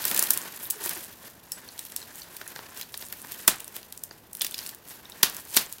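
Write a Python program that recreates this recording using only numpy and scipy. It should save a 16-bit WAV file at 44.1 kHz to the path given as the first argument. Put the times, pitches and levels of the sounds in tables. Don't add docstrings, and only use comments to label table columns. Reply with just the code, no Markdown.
import sys
import numpy as np
from scipy import signal
from scipy.fft import rfft, irfft, next_fast_len
from scipy.io import wavfile
from scipy.ndimage import uniform_filter1d, map_coordinates

SR = 44100
rng = np.random.default_rng(int(sys.argv[2]) if len(sys.argv) > 2 else 0)


def wav_out(sig):
    wavfile.write(sys.argv[1], SR, np.round(np.clip(np.atleast_2d(sig).T, -1, 1) * 32767).astype(np.int16))


N = 255780

# (time [s], crack level [dB], panel flex level [dB])
CREASE_SNAPS = [(0.0414, -32, -27), (0.053, -13.5, -25.5), (0.0833, -30, -27.5), (0.1135, -20.5, -24.5),
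                (0.1463, -17.5, -29), (0.163, -18.5, -29.5), (0.1764, -17, -30), (0.193, -9.5, -33),
                (0.2255, -11.5, -45), (0.238, -22, -32), (0.306, -8, -23), (0.3345, -19, -40),
                (0.3393, -23, -49), (0.3751, -18, -31), (0.7022, -19, -32), (0.707, -13.5, -31.5),
                (0.841, -26, -42), (0.8605, -21, -41), (0.8935, -18, -40), (0.9335, -26, -41),
                (1.5198, -21.5, -37.5), (1.779, -40, -40), (1.7923, -27.5, -34.5), (1.852, -33, -41),
                (1.9632, -20, -32), (2.0022, -36, -37.5), (1.921, -35.5, -38), (2.157, -33.5, -58),
                (2.367, -32, -36), (2.4145, -36.5, -30.5), (2.4777, -30, -55), (2.5614, -42, -35),
                (2.591, -45, -37.5), (2.774, -31, -35.5), (2.8045, -37, -41), (2.813, -27, -32),
                (2.83, -40, -36), (2.942, -34, -29), (2.9758, -25, -58), (3.0244, -41, -33),
                (3.086, -36, -57), (3.126, -26, -33.5), (3.32, -26.5, -37), (3.4781, -4, -54),
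                (3.48, -11.5, -11.5), (3.604, -28.5, -35.5), (3.6445, -33, -44), (3.679, -29.5, -50),
                (3.765, -26.5, -32), (3.83, -44.5, -38.5), (3.925, -28.5, -40), (3.976, -29.5, -44),
                (4.037, -23, -37.5), (4.3319, -28, -58), (4.351, -29.5, -37), (4.37, -32, -55),
                (4.396, -32, -59.5), (4.4102, -44, -20.5), (4.4177, -17, -22.5), (4.4212, -23, -36),
                (4.4469, -20.5, -22.5), (4.4669, -25.5, -28.5), (4.511, -29, -59), (4.5434, -26.5, -30),
                (4.581, -31, -33), (4.5899, -30.5, -28), (4.6634, -32, -33), (4.692, -29, -32),
                (4.748, -32.5, -60), (5.0986, -36, -57), (5.2311, -8, -10.5), (5.2983, -26.5, -49),
                (5.347, -32, -35), (5.367, -27, -36.5), (5.452, -35, -63.5), (5.5463, -28, -33),
                (5.567, -8, -27), (5.5715, -12, -12), (5.726, -25, -60), (5.7837, -36.5, -40.5)]
# (frequency [Hz], width [Hz], level [dB])
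PANEL_MODES = [(3300, 4100, 5), (5580, 5000, 5)]
# (frequency [Hz], width [Hz], level [dB])
PARCEL_MODES = [(202, 150, -3.5), (403, 123, 0), (614, 206, -2.5), (970, 250, 1), (1545, 256, 0),
                (1833, 225, 3), (3140, 5600, -9.5)]
# (time [s], rustle level [dB], rubbing level [dB])
RESTING_GRIP = [(0, -36, -41), (.3, -41, -41.5), (.6, -49.5, -50.5), (.9, -53, -49.5), (1.4, -55, -62),
                (1.6, -52.5, -51.5), (1.8, -52, -59), (2.1, -55, -54.5), (2.3, -69, -66), (2.6, -77, -49),
                (2.9, -53.5, -59.5), (3.4, -46, -53.5), (4.0, -56, -60.5), (4.3, -56, -63.5),
                (4.6, -48, -50.5), (4.85, -69, -61.5), (5.2, -51, -52.5), (5.8, -50, -57.5)]
# (peak time [s], level [dB], time to fade 10 dB [s]); a negative fade reverses the shape
FILM_SQUEEZES = [(0.15, -30, 0.2332), (0.64, -44, 0.1), (0.88, -33.5, 0.15), (1.256, -41, 0.05),
                 (1.8, -49.5, 0.27), (2.0, -49.5, 0.15), (2.18, -43.5, 0.1), (2.35, -44, -0.14),
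                 (2.51, -45.5, 0.26), (2.79, -41, 0.085), (3.011, -40, 0.03), (3.13, -45, 0.05),
                 (3.33, -42.5, 0.17), (3.772, -40.5, -0.04), (4.43, -41.5, 0.06), (4.63, -42.5, 0.12),
                 (4.908, -42.5, 0.09), (5.13, -51, .1), (5.369, -42.5, 0.07), (5.568, -29, 0.0567)]
# (frequency [Hz], level [dB])
FILM_SPECTRUM = [(1500, -22), (2500, -4.5), (5000, -7), (9000, -9.5), (13500, -0.5), (16000, -8)]
# (time [s], level [dB], pitch [Hz])
DIMPLE_POPS = [(0.6546, -31, 3680), (1.6883, -29.5, 4310), (1.7917, -28, 3910), (1.9734, -34, 4450),
               (2.017, -31, 4260), (2.0275, -31, 4000), (2.219, -28, 4440), (2.466, -32.5, 1780),
               (2.823, -27.5, 4080), (3.513, -24, 3980), (4.1102, -31.5, 4750), (4.4114, -26.5, 4560),
               (4.421, -18.5, 3500), (4.4651, -26, 3560), (4.5214, -31, 3580), (4.545, -24, 5100),
               (4.5796, -28, 5030), (4.588, -25.5, 5250), (4.6284, -32.5, 4310), (4.6623, -27.5, 4400),
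               (5.0548, -33, 3730), (5.1206, -30.5, 3780)]
# (time [s], level [dB])
FINGER_KNOCKS = [(0.0524, -27), (0.114, -25), (0.1465, -38.5), (0.1866, -34), (0.2255, -30.5), (0.306, -31),
                 (0.8603, -32.5), (.968, -31.5), (1.24, -40), (2.412, -30), (2.5614, -32.5),
                 (2.5904, -35.5), (2.943, -38), (3.0241, -36.5), (3.126, -34), (3.247, -38), (3.479, -16.5),
                 (3.7653, -37), (4.1108, -39), (4.4476, -36), (5.2315, -17.5), (5.271, -30),
                 (5.5673, -17.5)]
# (time [s], slip rate [1/s], level [dB])
SEAM_PEEL = [(0.591, 150, -29), (0.62, 120, -24), (0.634, 210, -24), (.645, 380, -28), (0.661, 220, -25),
             (.677, 190, -25)]
# (time [s], level [dB], pitch [Hz])
FINGER_DRAGS = [(0.758, -44, 443), (0.806, -44.5, 420), (0.856, -42.5, 367), (0.963, -41, 355),
                (1.232, -49, 590)]
# (time [s], level [dB])
BLADE_TICKS = [(1.5195, -45.5), (1.964, -53)]
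# (frequency [Hz], level [dB], t60 [s])
BLADE_MODES = [(5400, 7.5, 0.042), (7860, 1.5, 0.25), (10600, 1, 0.28)]
# (frequency [Hz], t60 [s])
ROOM_DECAY = [(150, 0.24), (2000, 0.29), (16000, 0.094)]
# (frequency [Hz], level [dB])
ROOM_TONE = [(15, -25), (40, -2), (80, 4), (240, 2.5), (900, -3.5), (2800, -21), (9000, -55), (16000, -35)]

LEAD_S = 0.004


def snaps():
    times, crack_db, panel_db = np.transpose(CREASE_SNAPS)
    starts = times - LEAD_S
    shiver_db = -4 + 1.53 * panel_db
    crack = lay(starts, bursts(crack_db + 4, shiver_db, hold_s=0.0011, t60=0.15))
    flex = lay(starts, bursts(panel_db - 4.5, shiver_db, hold_s=0.0027, t60=0.17))
    treble = band(crack, lo_hz=7250, hi_hz=17800)
    panel = band(resonate(flex, PANEL_MODES), lo_hz=1950, hi_hz=6800)
    return treble + panel + thuds(starts, panel_db - 17)


def bursts(db, shiver_db, hold_s, t60):
    t = np.arange(SR // 6) / SR - LEAD_S
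    after = np.maximum(t, 0)
    size = (len(db), len(t))
    after_crackle_db = 4.05 * unit(uniform_filter1d(rng.standard_normal(size), size=110, axis=1))
    span = hold_s * amp(0.22 * (db + 46.5))[:, None]
    hold = 0.49 * np.exp(-(after / span) ** 2)
    spike = np.exp(-after / 0.00021)
    shiver = amp(shiver_db[:, None] - 60 * after / t60 + after_crackle_db)
    lead_in = np.where(t < 0, 0.14 * amp(60 * t / 0.011), 1)
    return amp(db)[:, None] * rng.standard_normal(size) * (hold + spike + shiver) * lead_in


def thuds(starts, db):
    blows = lay(starts, bursts(db - 5, shiver_db=0.77 * db - 8, hold_s=0.0026, t60=0.26))
    return band(resonate(blows, PARCEL_MODES), lo_hz=119, hi_hz=3150)


def handling():
    times, grip_rustle_db, grip_rub_db = np.transpose(RESTING_GRIP)
    t = np.arange(N) / SR
    squeeze = squeeze_power()
    rustle_db = 10 * np.log10(amp(np.interp(t, times, grip_rustle_db)) ** 2 + squeeze)
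    rub_db = 10 * np.log10(amp(np.interp(t, times, grip_rub_db)) ** 2 + amp(-8.5) ** 2 * squeeze)
    slip_db = 1.2 * wobble(23.8)
    hiss = shaped_noise(FILM_SPECTRUM)
    hollows = resonate(rng.standard_normal(N), PARCEL_MODES)
    sliding = amp(rustle_db - 3 + slip_db + 3.33 * wobble(150)) * hiss
    rubbing = amp(rub_db + 2.7 * wobble(90)) * hollows
    return sliding + rubbing + crackle(rustle_db, count=5000)


def squeeze_power(rise_share=0.57, roundness=1.19):
    t = np.arange(N) / SR
    power = np.zeros(N)
    for peak, db, fade in FILM_SQUEEZES:
        from_peak = np.maximum((t - peak) / fade, (peak - t) / (rise_share * fade))
        power += amp(db - 10 * from_peak ** roundness) ** 2
    return power


def crackle(rustle_db, count):
    when, rank, damping, phase = rng.random((count, 4)).T
    starts = when * (N - 1) / SR
    hz = np.clip(11000 * np.exp(0.29 * rng.standard_normal(count)), 4500, 15500)[:, None]
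    clumps_db = rustle_db + 4.7 * wobble(34)
    click_db = clumps_db[(starts * SR).astype(int)] - 4 * np.log(rank + 0.0096)
    t = np.arange(SR // 400) / SR
    cycles = 0.97 + 0.88 * damping[:, None] ** 2
    clicks = np.sin(2 * np.pi * (hz * t + phase[:, None])) * np.exp(-t * hz / cycles)
    return band(lay(starts, amp(click_db)[:, None] * clicks), lo_hz=3560, hi_hz=18000)


def pops(t60=0.013):
    starts, db, hz = np.transpose(DIMPLE_POPS)[:, :, None]
    t = np.arange(SR // 30) / SR
    upper_hz = 1.4 * hz * (1 + 0.06 * rng.standard_normal(hz.shape))
    ring = np.sin(2 * np.pi * hz * t) + amp(-6.5) * np.sin(2 * np.pi * upper_hz * t)
    attack = 1 - np.exp(-t / 0.00023)
    return lay(starts[:, 0], amp(db - 60 * t / t60) * attack * ring)


def knocks():
    times, db = np.transpose(FINGER_KNOCKS)
    return thuds(times - LEAD_S, db)


def peel(t60=0.0019):
    times, rate, db = np.transpose(SEAM_PEEL)
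    t = np.arange(times[0], times[-1], 1 / SR)
    slip_count = np.floor(np.cumsum(np.interp(t, times, rate)) / SR - 0.1)
    slips = t[1:][np.diff(slip_count) > 0]
    age = np.arange(SR // 500) / SR
    clicks = rng.standard_normal((len(slips), len(age))) * amp(-60 * age / t60)
    gain = amp(np.interp(slips, times, db))[:, None]
    return band(lay(slips, gain * clicks), lo_hz=10700, hi_hz=15000)


def drags(rise_s=0.0081, sag_per_s=2.7):
    starts, db, hz = np.transpose(FINGER_DRAGS)[:, :, None]
    t = np.arange(SR // 8) / SR
    swell = t / rise_s * np.exp(1 - t / rise_s)
    note = np.sin(2 * np.pi * hz * t * (1 - sag_per_s * t / 2))
    return lay(starts[:, 0], amp(db) * swell * note)


def blade():
    starts, db = np.transpose(BLADE_TICKS)
    t = np.arange(SR // 4) / SR
    ring = sum(amp(level + 6.3 * wobble(136)[:len(t)] - 60 * t / t60) * np.sin(2 * np.pi * hz * t)
               for hz, level, t60 in BLADE_MODES)
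    return lay(starts, amp(db)[:, None] * ring)


def room(x):
    hz, t, spectrum = signal.stft(x, SR, nperseg=256)
    power = uniform_filter1d(np.abs(spectrum) ** 2, size=9, axis=0)
    keep = amp(-120 * t[1] / along(ROOM_DECAY, hz))
    stored = np.array([signal.lfilter([0, 0, 1 - k], [1, -k], p) for k, p in zip(keep, power)])
    noise = signal.stft(rng.standard_normal(N), SR, nperseg=256)[2]
    diffuse = np.sqrt(np.abs(stored)) * noise / np.abs(noise).mean()
    return signal.istft(diffuse, SR, nperseg=256)[1][:N]


def shaped_noise(spectrum):
    return unit(filtered(rng.standard_normal(N), lambda hz: amp(along(spectrum, hz))))


def resonate(x, modes):
    def response(f):
        total = sum((-1) ** k * amp(db) * 1j * f * width / (hz * hz - f * f + 1j * f * width)
                    for k, (hz, width, db) in enumerate(modes))
        return total / np.sqrt(np.mean(np.abs(total) ** 2))
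    return filtered(x, response)


def filtered(x, response):
    size = next_fast_len(N + SR // 2)
    return irfft(rfft(x, size) * response(np.fft.rfftfreq(size, 1 / SR)), size)[:N]


def band(x, lo_hz, hi_hz):
    sos = signal.butter(2, [lo_hz, hi_hz], "bandpass", fs=SR, output="sos")
    return signal.sosfilt(sos, x) * np.sqrt(SR / 2 / (hi_hz - lo_hz))


def lay(starts, shapes):
    at = (starts * SR).astype(int)[:, None] + np.arange(shapes.shape[1])
    return np.bincount(at.ravel(), shapes.ravel(), N + SR)[:N]


def wobble(rate):
    return map_coordinates(rng.standard_normal(int(N * rate / SR) + 4), [np.arange(N) * rate / SR])


def along(points, hz):
    knots_hz, values = np.transpose(points)
    return np.interp(np.log(hz + 1), np.log(knots_hz + 1), values)


def amp(db):
    return 10 ** (np.asarray(db) / 20)


def unit(x):
    return x / np.sqrt(np.mean(x ** 2) + 1e-20)


def scene():
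    near = snaps() + pops() + knocks() + blade() + peel() + drags()
    room_tone = amp(-57) * shaped_noise(ROOM_TONE)
    return (near + amp(-11) * room(near) + handling() + room_tone)[None]


def record(dry, top_hz=16000, stop_hz=16800):
    limited = dry[0] / (1 + np.abs(dry[0]) ** 4) ** (1 / 4)
    shelf = amp(-18)
    low_pass = lambda hz: (shelf + (1 - shelf) / (1 + (hz / top_hz) ** 120)) * (hz < stop_hz)
    return filtered(limited, low_pass)[None]


dry = scene()
out = record(dry)
wav_out(out)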